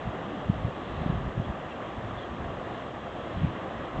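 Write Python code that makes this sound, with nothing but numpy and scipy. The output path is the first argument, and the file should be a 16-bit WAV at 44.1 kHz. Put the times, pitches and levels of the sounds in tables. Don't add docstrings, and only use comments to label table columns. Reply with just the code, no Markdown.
import sys
import numpy as np
from scipy import signal
from scipy.fft import rfft, irfft
from scipy.io import wavfile
from scipy.ndimage import uniform_filter1d

SR = 44100
rng = np.random.default_rng(int(sys.argv[2]) if len(sys.argv) > 2 else 0)


def output_pcm(signal):
    pcm = np.clip(np.atleast_2d(signal).T, -1, 1) * 32767
    wavfile.write(sys.argv[1], SR, np.round(pcm).astype(np.int16))


N = 176400
T = np.arange(N) / SR
BIN_HZ = np.maximum(np.arange(N // 2 + 1) * SR / N, 1)


def undb(db):
    return 10 ** (np.asarray(db) / 20)


def unit(x):
    return x / np.sqrt(np.mean(x ** 2))


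def colour(x, spectrum):
    hz, db = np.array(spectrum).T
    gain = undb(np.interp(np.log(BIN_HZ), np.log(hz), db))
    return unit(irfft(rfft(x) * gain, N))


def noise():
    return rng.standard_normal(N)


def wander(rate_hz):
    hold = max(int(SR / rate_hz), 1)
    steps = np.repeat(noise()[:N // hold + 1], hold)
    return unit(uniform_filter1d(uniform_filter1d(steps, hold), hold)[:N])


def hump(centre, width):
    return np.cos(np.pi / 2 * np.clip((T - centre) / width, -1, 1)) ** 2


def humps(rows):
    return np.sqrt(sum((undb(db) * hump(centre, width)) ** 2 for centre, width, db in rows))


# f/Hz, relative level/dB
RIVER_SPECTRUM = [(20, -34), (60, -12), (120, -2), (220, 0.5), (340, 0.5), (440, -3.5), (520, -.5),
                  (720, -1), (900, -7), (1180, -4), (1460, -12.5), (1700, -11), (1950, -13.5),
                  (2200, -19.5), (2550, -20), (2800, -17), (3000, -20), (3280, -18), (3600, -23.5),
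                  (4000, -30.5), (4400, -38), (5200, -47), (8000, -69.5)]
# t/s, level/dB
RIVER_ENVELOPE = [(0, -35.5), (.7, -37.5), (1.05, -35.5), (1.4, -37.5), (2.05, -36.5), (2.3, -37.5),
                  (2.75, -36), (3.05, -37), (3.35, -36), (4, -35.5)]


def river(bands=12, flicker_db=0.87, surge_db=0.2, bubbles_db=-11.5):
    band_position = np.clip(2 * np.log2(BIN_HZ / 100), 0, bands - 1)
    white = rfft(noise())
    rush = np.zeros(N)
    for k in range(bands):
        band = irfft(white * np.maximum(1 - abs(band_position - k), 0), N)
        rush += band * undb(flicker_db * wander(14))
    water = colour(unit(rush) + undb(bubbles_db) * bubbles(), RIVER_SPECTRUM)
    level_db = np.interp(T, *np.array(RIVER_ENVELOPE).T) + surge_db * wander(6)
    return water * undb(level_db)


def bubbles(per_second=1100, cycles=12.4, pitch_rise=0.096, spread_db=1.5):
    crowd = np.zeros(N + SR)
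    for when, pitch, size in rng.random((int(per_second * N / SR), 3)):
        hz = 300 + 3700 * pitch
        life = np.linspace(0, 1, int(SR * cycles / hz))
        phase = 2 * np.pi * cycles * (life + pitch_rise * life ** 2 / 2)
        ring = np.sin(phase) * np.exp(-np.log(100) * life)
        level_db = spread_db * min(-np.log(1 - size), 4)
        start = int(when * N)
        crowd[start:start + len(ring)] += ring * np.sqrt(hz) * undb(level_db)
    return unit(crowd[:N])


# centre t/s, width/s, relative level/dB
WIND_PUFFS = [(.075, 0.062, -35), (.495, .04, -30), (.57, 0.17, -36), (.665, 0.056, -30.5),
              (.925, 0.034, -33.5), (1.0, 0.065, -32), (1.14, 0.14, -29), (1.268, 0.052, -31),
              (1.395, 0.054, -32.5), (1.495, 0.037, -30), (1.98, 0.026, -38), (2.05, .04, -34),
              (2.15, 0.077, -39.5), (2.32, 0.041, -40.5), (2.44, 0.098, -38), (3.37, .04, -31.5),
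              (3.44, .11, -29.5), (3.79, 0.053, -43), (3.99, 0.071, -34.5)]
# f/Hz, relative level/dB
RUMBLE_SPECTRUM = [(15, -32), (30, -10.5), (60, -0.5), (100, 1.5), (180, -6), (250, -10.5), (350, -22.5),
                   (700, -47.5), (2000, -87)]


def wind(puffs_db=-1.5, breeze_db=-48, wander_db=1, turbulence_db=0.5):
    breeze = undb(breeze_db + wander_db * wander(8))
    strength = undb(puffs_db) * humps(WIND_PUFFS) + breeze
    rumble = colour(noise(), RUMBLE_SPECTRUM)
    running_rms = np.sqrt(uniform_filter1d(rumble ** 2, size=SR // 25) + 1e-6)
    return rumble / running_rms * strength * undb(turbulence_db * wander(70))


# centre t/s, relative level/dB, f/Hz
EDDY_THUMPS = [(.077, -21.5, 148), (0.4998, -11.5, 166), (.651, -21, 128), (1.020, -21.5, 187),
               (1.063, -17.5, 208), (1.101, -13, 135), (1.38, -20.5, 131), (1.401, -22, 180),
               (3.436, -19, 145), (3.448, -15, 142), (3.995, -21, 127)]


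def eddies(sigma_cycles=0.46, gain_db=0.5):
    thumps = np.zeros(N)
    for centre, db, hz in EDDY_THUMPS:
        cycles = (T - centre) * hz
        envelope = np.exp(-(cycles / sigma_cycles) ** 2 / 2)
        thumps += undb(db) * envelope * np.sin(2 * np.pi * cycles)
    return undb(gain_db) * thumps


# t/s, f/Hz
TONE_GLIDE = [(.24, 170), (.29, 236), (.32, 309.7), (.35, 280), (.39, 172), (.43, 125)]


def low_tone(level_db=-35, waver=0.049):
    hz = np.interp(T, *np.array(TONE_GLIDE).T) * (1 + waver * wander(149.3))
    phase = 2 * np.pi * np.cumsum(hz) / SR
    return undb(level_db) * hump(centre=0.335, width=0.17) * np.sin(phase)


# centre t/s, width/s, level/dB
HISS_SWELLS = [(.94, 0.42, -54.5), (2.21, .08, -56), (2.74, .14, -56), (3.38, .28, -57.5)]
# f/Hz, relative level/dB
SWELL_SPECTRUM = [(500, -19.5), (1400, -11.5), (2100, 0), (2700, -10.5), (3300, -5), (3900, -6),
                  (4500, -22), (6000, -43.5)]


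def swells():
    return colour(noise(), SWELL_SPECTRUM) * humps(HISS_SWELLS)


# centre t/s, width/s, f/Hz, level/dB
FAR_CHIRPS = [(1.445, 0.022, 3290, -51), (1.717, 0.028, 2690, -55), (2.189, 0.031, 3440, -52),
              (2.228, .03, 3260, -54), (3.447, 0.023, 2360, -50.5), (3.563, 0.023, 1980, -51)]


def chirps(blur_hz=170):
    calls = np.zeros(N)
    for centre, width, hz, db in FAR_CHIRPS:
        phase = 2 * np.pi * hz * T
        narrowband = wander(2 * blur_hz) * np.sin(phase) + wander(2 * blur_hz) * np.cos(phase)
        calls += undb(db) * hump(centre, width) * narrowband
    return calls


def scene():
    return (river() + wind() + eddies() + low_tone() + swells() + chirps())[None]


# f/Hz, relative level/dB
SELF_NOISE_SPECTRUM = [(1000, -2), (7200, 0), (7900, -4), (8400, -14.5), (9000, -28.5)]


def record(dry, hiss_db=-67.5, cutoff_hz=8700):
    hiss = undb(hiss_db) * colour(noise(), SELF_NOISE_SPECTRUM)
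    lowpass = signal.ellip(8, 0.3, 70, cutoff_hz, fs=SR, output="sos")
    return signal.sosfilt(lowpass, dry + hiss)


dry = scene()
out = record(dry)
output_pcm(out)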